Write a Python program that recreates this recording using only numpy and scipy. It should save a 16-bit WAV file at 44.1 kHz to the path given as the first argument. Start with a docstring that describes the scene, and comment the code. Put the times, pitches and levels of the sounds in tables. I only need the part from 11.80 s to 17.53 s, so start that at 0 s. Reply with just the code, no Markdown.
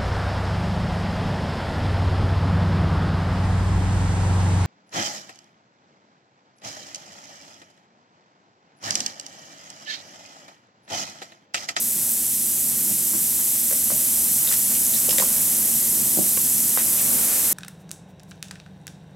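"""Fizzing drink, fidgeting hand

A foaming drink stands in a glass on a towel in a small room, close to a hand-held camera.
Thousands of tiny bubbles burst each second, a bright hiss that rises as the camera's gain recovers.
A hand rubs, clicks, scrapes and rattles a plastic cap; the grip bumps the camera and a fingertip
taps its case. Clicks and bumps echo off a wall. Underneath, the room hums low."""
import sys
import numpy as np
from scipy import signal
from scipy.fft import rfft, irfft
from scipy.io import wavfile

SR = 44100
rng = np.random.default_rng(int(sys.argv[2]) if len(sys.argv) > 2 else 0)


def wrap_up_sound(samples):
    """Save the sound to the file named by the first command line argument, as 16-bit audio."""
    columns = np.atleast_2d(samples).T
    # keep every value between -1 and 1, then stretch to whole-number steps
    tamed = np.clip(columns, -1, 1)
    steps = np.round(tamed * 32767).astype(np.int16)
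    wavfile.write(sys.argv[1], SR, steps)


N = 252693
T = np.arange(N) / SR
FREQS = np.maximum(np.arange(N // 2 + 1) * SR / N, 1)
ECHO_S = .0155  # each bump and click is heard again off a wall, this much later


def undb(db):
    """Decibels to gain."""
    return 10 ** (np.asarray(db) / 20)


def unit(x):
    """Scale to rms 1."""
    return x / np.sqrt(np.mean(x ** 2))


def curve(rows, column=1):
    """One column of an EQ table, drawn across every frequency."""
    rows = np.array(rows)
    return np.interp(np.log(FREQS), np.log(rows[:, 0]), rows[:, column])


def shape(x, response):
    """Filter by a frequency response."""
    return irfft(rfft(x) * response, N)


def resonance(hz, width_hz):
    """Response of one resonance, gain 1 at its centre."""
    return 1 / (1 + 1j * (FREQS ** 2 - hz ** 2) / (FREQS * width_hz))


def pass_filter(x, hz, kind):
    """A steep highpass or lowpass."""
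    return signal.sosfilt(signal.butter(4, hz, kind, fs=SR, output="sos"), x)


def pan(db):
    """Stereo gains for a left minus right level difference."""
    return undb(np.array([[1], [-1]]) * db / 2)


def spread(three, apart):
    """Stereo width from three signals: one shared, one for each side."""
    return np.sqrt(1 - apart) * three[0] + np.sqrt(apart) * three[1:]


def drift(rate):
    """A slow wander through `rate` random values a second."""
    knots = rng.standard_normal(1024)
    return np.interp(T * rate, np.arange(len(knots)), knots)


def swell(s, half_width_s):
    """A bell-shaped envelope that peaks at time s."""
    return np.exp(-2 * ((T - s) / half_width_s) ** 2)


def pops(rate, scatter_db):
    """Random impulses, mostly small and a few large."""
    fires = rng.random(N) < rate / SR
    polarity = np.sign(rng.standard_normal(N))
    return fires * polarity * undb(scatter_db * rng.exponential(size=N))


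def crackle(s, half_width_s, db, hz):
    """A brief swell of dense tiny snaps around one pitch."""
    snaps = unit(shape(pops(rate=10000, scatter_db=-0.5), resonance(hz, 0.9 * hz) ** 2))
    return undb(db) * snaps * swell(s, half_width_s)


def ring(hz, t60, size=4096):
    """A fading sine."""
    t = T[:size]
    return np.sin(2 * np.pi * hz * t) * np.exp(-np.log(1000) * t / t60)


def modes(rows):
    """A struck body: one fading sine for each mode."""
    return sum(undb(db) * ring(hz, t60) for hz, t60, db in rows)


def add(out, s, sound):
    """Mix a sound in at its time."""
    i = int(s * SR)
    out[:, i:i + sound.shape[-1]] += sound[:, :N - i]


def reverb(x, wet_db, t60, size=16384):
    """Direct sound plus a short diffuse room tail, different on each side."""
    tail = rng.standard_normal((2, size)) * np.exp(-np.log(1000) * T[:size] / t60)
    tail *= undb(wet_db) / np.sqrt(np.sum(tail[0] ** 2))
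    return x + signal.fftconvolve(x, tail, axes=1)[:, :N]


def bubbles(rate, cycles, scatter_db, sizes=24):
    """Bubbles burst; each rings at the pitch of its size and dies away over `cycles` cycles."""
    bursts = np.zeros(N)
    for hz in np.linspace(1000, 17000, sizes):
        ping = ring(hz, cycles / hz, size=512)
        bursts += unit(signal.oaconvolve(pops(rate / sizes, scatter_db), ping)[:N])
    return unit(bursts)


# bright EQ of the bursting foam: (frequency [Hz], gain [dB])
FOAM_EQ = [(600, -37), (1400, -31.5), (1900, -22.5), (2400, -22.5), (3000, -20), (4000, -18), (4900, -15.5),
           (5700, -9), (6500, -8.5), (7300, -5), (8050, -1), (8900, -2), (11200, 1.2), (12700, 0.5),
           (14200, -4), (15700, -12)]
# the glass at the two microphone ports: (frequency [Hz], left minus right [dB], left lead [rad])
GLASS_IMAGE = [(2000, 0, -0.6), (4730, 0.5, -0.56), (6030, 3.5, -0.82), (7800, 4.5, 0.55), (9000, 1, 0.7),
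               (11100, -2, 0.59), (11900, -5, 0.35), (13500, -0.5, 0.022), (15700, -10, 0)]
def fizz():
    """A bed of tiny bursts and fewer clear pings; glass and room scatter some into smooth hiss."""
    bed = bubbles(rate=40000, cycles=5.4, scatter_db=1.5)
    pings = bubbles(rate=900, cycles=28, scatter_db=2.5)
    direct = unit(bed + undb(-13) * pings)
    foam = spread(np.vstack([direct, rng.standard_normal((2, N))]), apart=0.07)
    foam = unit(shape(foam, undb(curve(FOAM_EQ))))
    # the hiss grows louder as the camera's gain recovers, then holds
    gain_db = np.interp(T, [.4, 2.6], [-22, -19.5])
    foam *= undb(gain_db + 0.11 * drift(13))
    collapse = crackle(s=.313, half_width_s=.017, db=-21.5, hz=13000)  # one patch goes at once
    port_phase = np.exp(.5j * np.array([[1], [-1]]) * curve(GLASS_IMAGE, column=2))
    return shape(foam + collapse, pan(curve(GLASS_IMAGE)) * port_phase)


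# EQ of skin on plastic: (frequency [Hz], gain [dB])
RUB_EQ = [(150, -6), (350, -1.5), (480, 1), (600, 2), (850, -3), (1400, -3.5), (2000, -4), (3500, -7.5),
          (6000, -5.5), (12000, -11.5)]
# firmer and lighter finger strokes: (time [s], half-width [s], boost [dB])
FINGER_STROKES = [(.24, 0.23, 4), (.6, 0.16, -5), (2.698, 0.1, 6), (2.916, 0.027, 8), (3.48, 0.5, 6),
                  (4.182, 0.097, -1.5), (4.75, 0.2, -2.5), (5.5, 0.64, 7.5)]
def rubbing():
    """Skin slips over the cap in dense tiny catches, slowly louder and riding the finger pressure."""
    start_db, rise_db_per_s = -47, 1.2
    slips = np.array([unit(pops(rate=6000, scatter_db=2)) for _ in range(3)])
    rub = unit(shape(spread(slips, apart=0.64), undb(curve(RUB_EQ))))
    pressure_db = sum(db * swell(s, half_width) for s, half_width, db in FINGER_STROKES)
    return rub * undb(start_db + rise_db_per_s * T + pressure_db) * pan(-4.5)


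# bass-heavy EQ of the room's rumble: (frequency [Hz], gain [dB])
RUMBLE_EQ = [(20, -21), (45, -13.5), (72, -2.5), (100, -11), (200, 0), (280, -5), (400, -21.5), (600, -15),
             (900, -17.5), (1300, -25), (3000, -31)]
# the rumble comes up around two seconds in: (time [s], level [dB])
RUMBLE_FADER = [(0, -47.5), (1.7, -45), (2.3, -41.5), (5.7, -44)]
# resonances in the room's hum: (frequency [Hz], width [Hz], gain [dB])
HUM_PEAKS = [(141.2, 13.7, -3.5), (220.5, 28.7, 1.5), (324.4, 8.8, -4)]
# the hum swells and eases twice: (time [s], level [dB])
HUM_FADER = [(0, -46), (1.15, -40.5), (1.6, -43.5), (2.9, -42.5), (4.1, -39.5), (5.7, -42)]
def room_tone():
    """Low indoor rumble under a wavering hum of noise in a few resonances."""
    rumble = unit(shape(spread(rng.standard_normal((3, N)), apart=0.54), undb(curve(RUMBLE_EQ))))
    rumble *= undb(np.interp(T, *np.transpose(RUMBLE_FADER)))
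    peaks = sum(undb(db) * resonance(hz, width) for hz, width, db in HUM_PEAKS)
    hum = unit(shape(spread(rng.standard_normal((3, N)), apart=0.33), peaks))
    hum *= undb(np.interp(T, *np.transpose(HUM_FADER)) + 2 * drift(6))
    return (rumble + hum) * pan(-5.5)


# hollow ring under each bump: (frequency [Hz], t60 [s], gain [dB])
HOLLOW_MODES = [(212, 0.047, -14.5), (565, 0.047, -12), (730, 0.031, -15)]
# the grip knocks the camera:
# (time [s], level [dB], pitch [Hz], t60 [s], left minus right [dB], echo gain [dB])
BUMP_CUES = [(1.095, -29, 238, .04, -4, 2), (1.335, -30.5, 302, 0.03, -3, 1),
             (1.911, -31.5, 580, 0.029, -7, 0.5), (2.102, -32, 596, 0.03, -2, 5.5),
             (3.287, -22.5, 510, 0.017, -9, -14), (3.385, -26, 550, 0.031, -6, 2),
             (3.421, -27, 480, 0.0081, -7, 2.5), (4.3725, -17.5, 327, 0.016, -5.5, 5)]
def grip_bumps():
    """Soft contacts give damped low thuds with a hollow ring, each with one quick echo."""
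    out = np.zeros((2, N))
    for s, db, hz, t60, pan_db, echo_db in BUMP_CUES:
        thud = -undb(db) * pan(pan_db) * (ring(hz, t60) + modes(HOLLOW_MODES))
        add(out, s, thud)
        add(out, s + ECHO_S, undb(echo_db) * thud)
    out = pass_filter(out, 129, "highpass")
    out = pass_filter(out, 756, "lowpass")
    return reverb(out, wet_db=0.5, t60=0.25)


def knock(hz, rise_s, size=4096):
    """A hollow resonance that builds up within a cycle or so and dies almost as fast."""
    t = T[:size]
    return np.sin(2 * np.pi * hz * t) * t / rise_s * np.exp(1 - t / rise_s)


# ring of the plastic cap: (frequency [Hz], t60 [s], gain [dB])
CAP_MODES = [(540, 0.051, -28), (1080, 0.063, -35), (1953, 0.055, -20), (3700, 0.022, -20),
             (5500, 0.01, -10)]
# bright snap on top of a tick: (frequency [Hz], t60 [s], gain [dB])
SNAP_MODES = [(5860, 0.0022, -3), (7500, 0.0057, 2), (9000, 0.0022, -2), (11300, 0.0031, 3.5)]
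# clicks of the cap: (time [s], clack level [dB], pitch [Hz], attack [s],
# overtone gain [dB], snap level [dB], echo gain [dB])
TICK_CUES = [(1.335, -28.5, 1150, .0003, -7, -34, -5), (1.593, -25.5, 1100, 0.00016, -3, -32, -9),
             (1.911, -28, 1600, 0.00024, -10, -32, 1), (2.103, -23.5, 1300, 0.00028, -18, -34, -6),
             (2.674, -20, 3750, 0.00034, -16, -32, -3), (2.7144, -23.5, 1600, 0.00034, -7, -30, -14),
             (2.7241, -29, 1900, 0.00025, -11, -14, -2), (2.729, -28, 1900, 0.00026, -6, -26, -10),
             (2.952, -26, 2620, .0003, -5, -35, -3), (3.137, -20.5, 4070, 0.00037, -8, -26, -3),
             (3.293, -19.5, 2840, 0.00029, 2.5, -15, -0.5), (3.3275, -29, 950, .0005, -8, -20, -12),
             (3.3837, -16.5, 2020, 0.0004, -3, -9.5, -5.5), (4.974, -11, 1050, 0.00019, -3.5, -30, -14),
             (4.9895, -20.5, 2300, 0.00022, -4, -28, -16)]
def cap_ticks():
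    """A hollow clack with a bright snap sets the plastic ringing; a wall echoes it further right."""
    overtone_ratio = 1.85
    plastic = undb(-0.5) * modes(CAP_MODES)
    snap = pass_filter(modes(SNAP_MODES), 3000, "highpass")
    out = np.zeros((2, N))
    for s, db, hz, rise_s, overtone_db, snap_db, echo_db in TICK_CUES:
        overtone = undb(overtone_db) * knock(hz * overtone_ratio, rise_s)
        clack = knock(hz, rise_s) - overtone + plastic
        click = undb(db) * clack + undb(snap_db) * snap
        add(out, s, pan(1) * click)
        add(out, s + ECHO_S, undb(echo_db) * pan(-6) * click)
    return reverb(pass_filter(out, 377, "highpass"), wet_db=-2, t60=0.18)


# short scrapes of the cap: (time [s], half-width [s], level [dB], pitch [Hz])
SCRAPE_CUES = [(2.734, 0.018, -38, 1800), (2.742, .012, -25, 8100), (3.17, 0.043, -27, 7500),
               (3.312, .02, -23, 9500), (3.413, 0.048, -23, 9000), (5, 0.033, -38, 2100),
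               (5.197, 0.033, -37, 2800), (5.52, 0.045, -40, 1800)]
def cap_scrapes():
    """The cap scrapes under the fingers in gritty bursts, dead centre."""
    return sum(crackle(*cue) for cue in SCRAPE_CUES)


def cap_rattle():
    """The loose cap chatters once: quick uneven catches ring one hollow resonance."""
    catches = pops(rate=1300, scatter_db=3.5)
    chatter = unit(shape(catches, resonance(hz=1020, width_hz=380) ** 2))
    return undb(-38) * chatter * swell(s=3.418, half_width_s=.045) * pan(-4)


# ring of the camera's case: (frequency [Hz], t60 [s], gain [dB])
CASE_MODES = [(506, .016, 1), (1100, 0.066, -7), (1650, .014, -2), (2270, 0.014, -1), (2750, 0.014, -3)]
def case_tap():
    """One light fingertip tap rings the camera's case, far to the right."""
    out = np.zeros((2, N))
    add(out, s=4.574, sound=undb(-27) * pan(-14.5) * modes(CASE_MODES))
    return out


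def scene():
    """Continuous beds of fizz, rubbing and room tone, with the hand's spot effects on top."""
    beds = fizz() + rubbing() + room_tone()
    return beds + grip_bumps() + cap_ticks() + cap_scrapes() + cap_rattle() + case_tap()


def record(dry):
    """The camera cuts the top end steeply."""
    cutoff_hz = 15780
    return signal.sosfilt(signal.ellip(12, .1, 80, cutoff_hz, fs=SR, output="sos"), dry)


dry = scene()
out = record(dry)
wrap_up_sound(out)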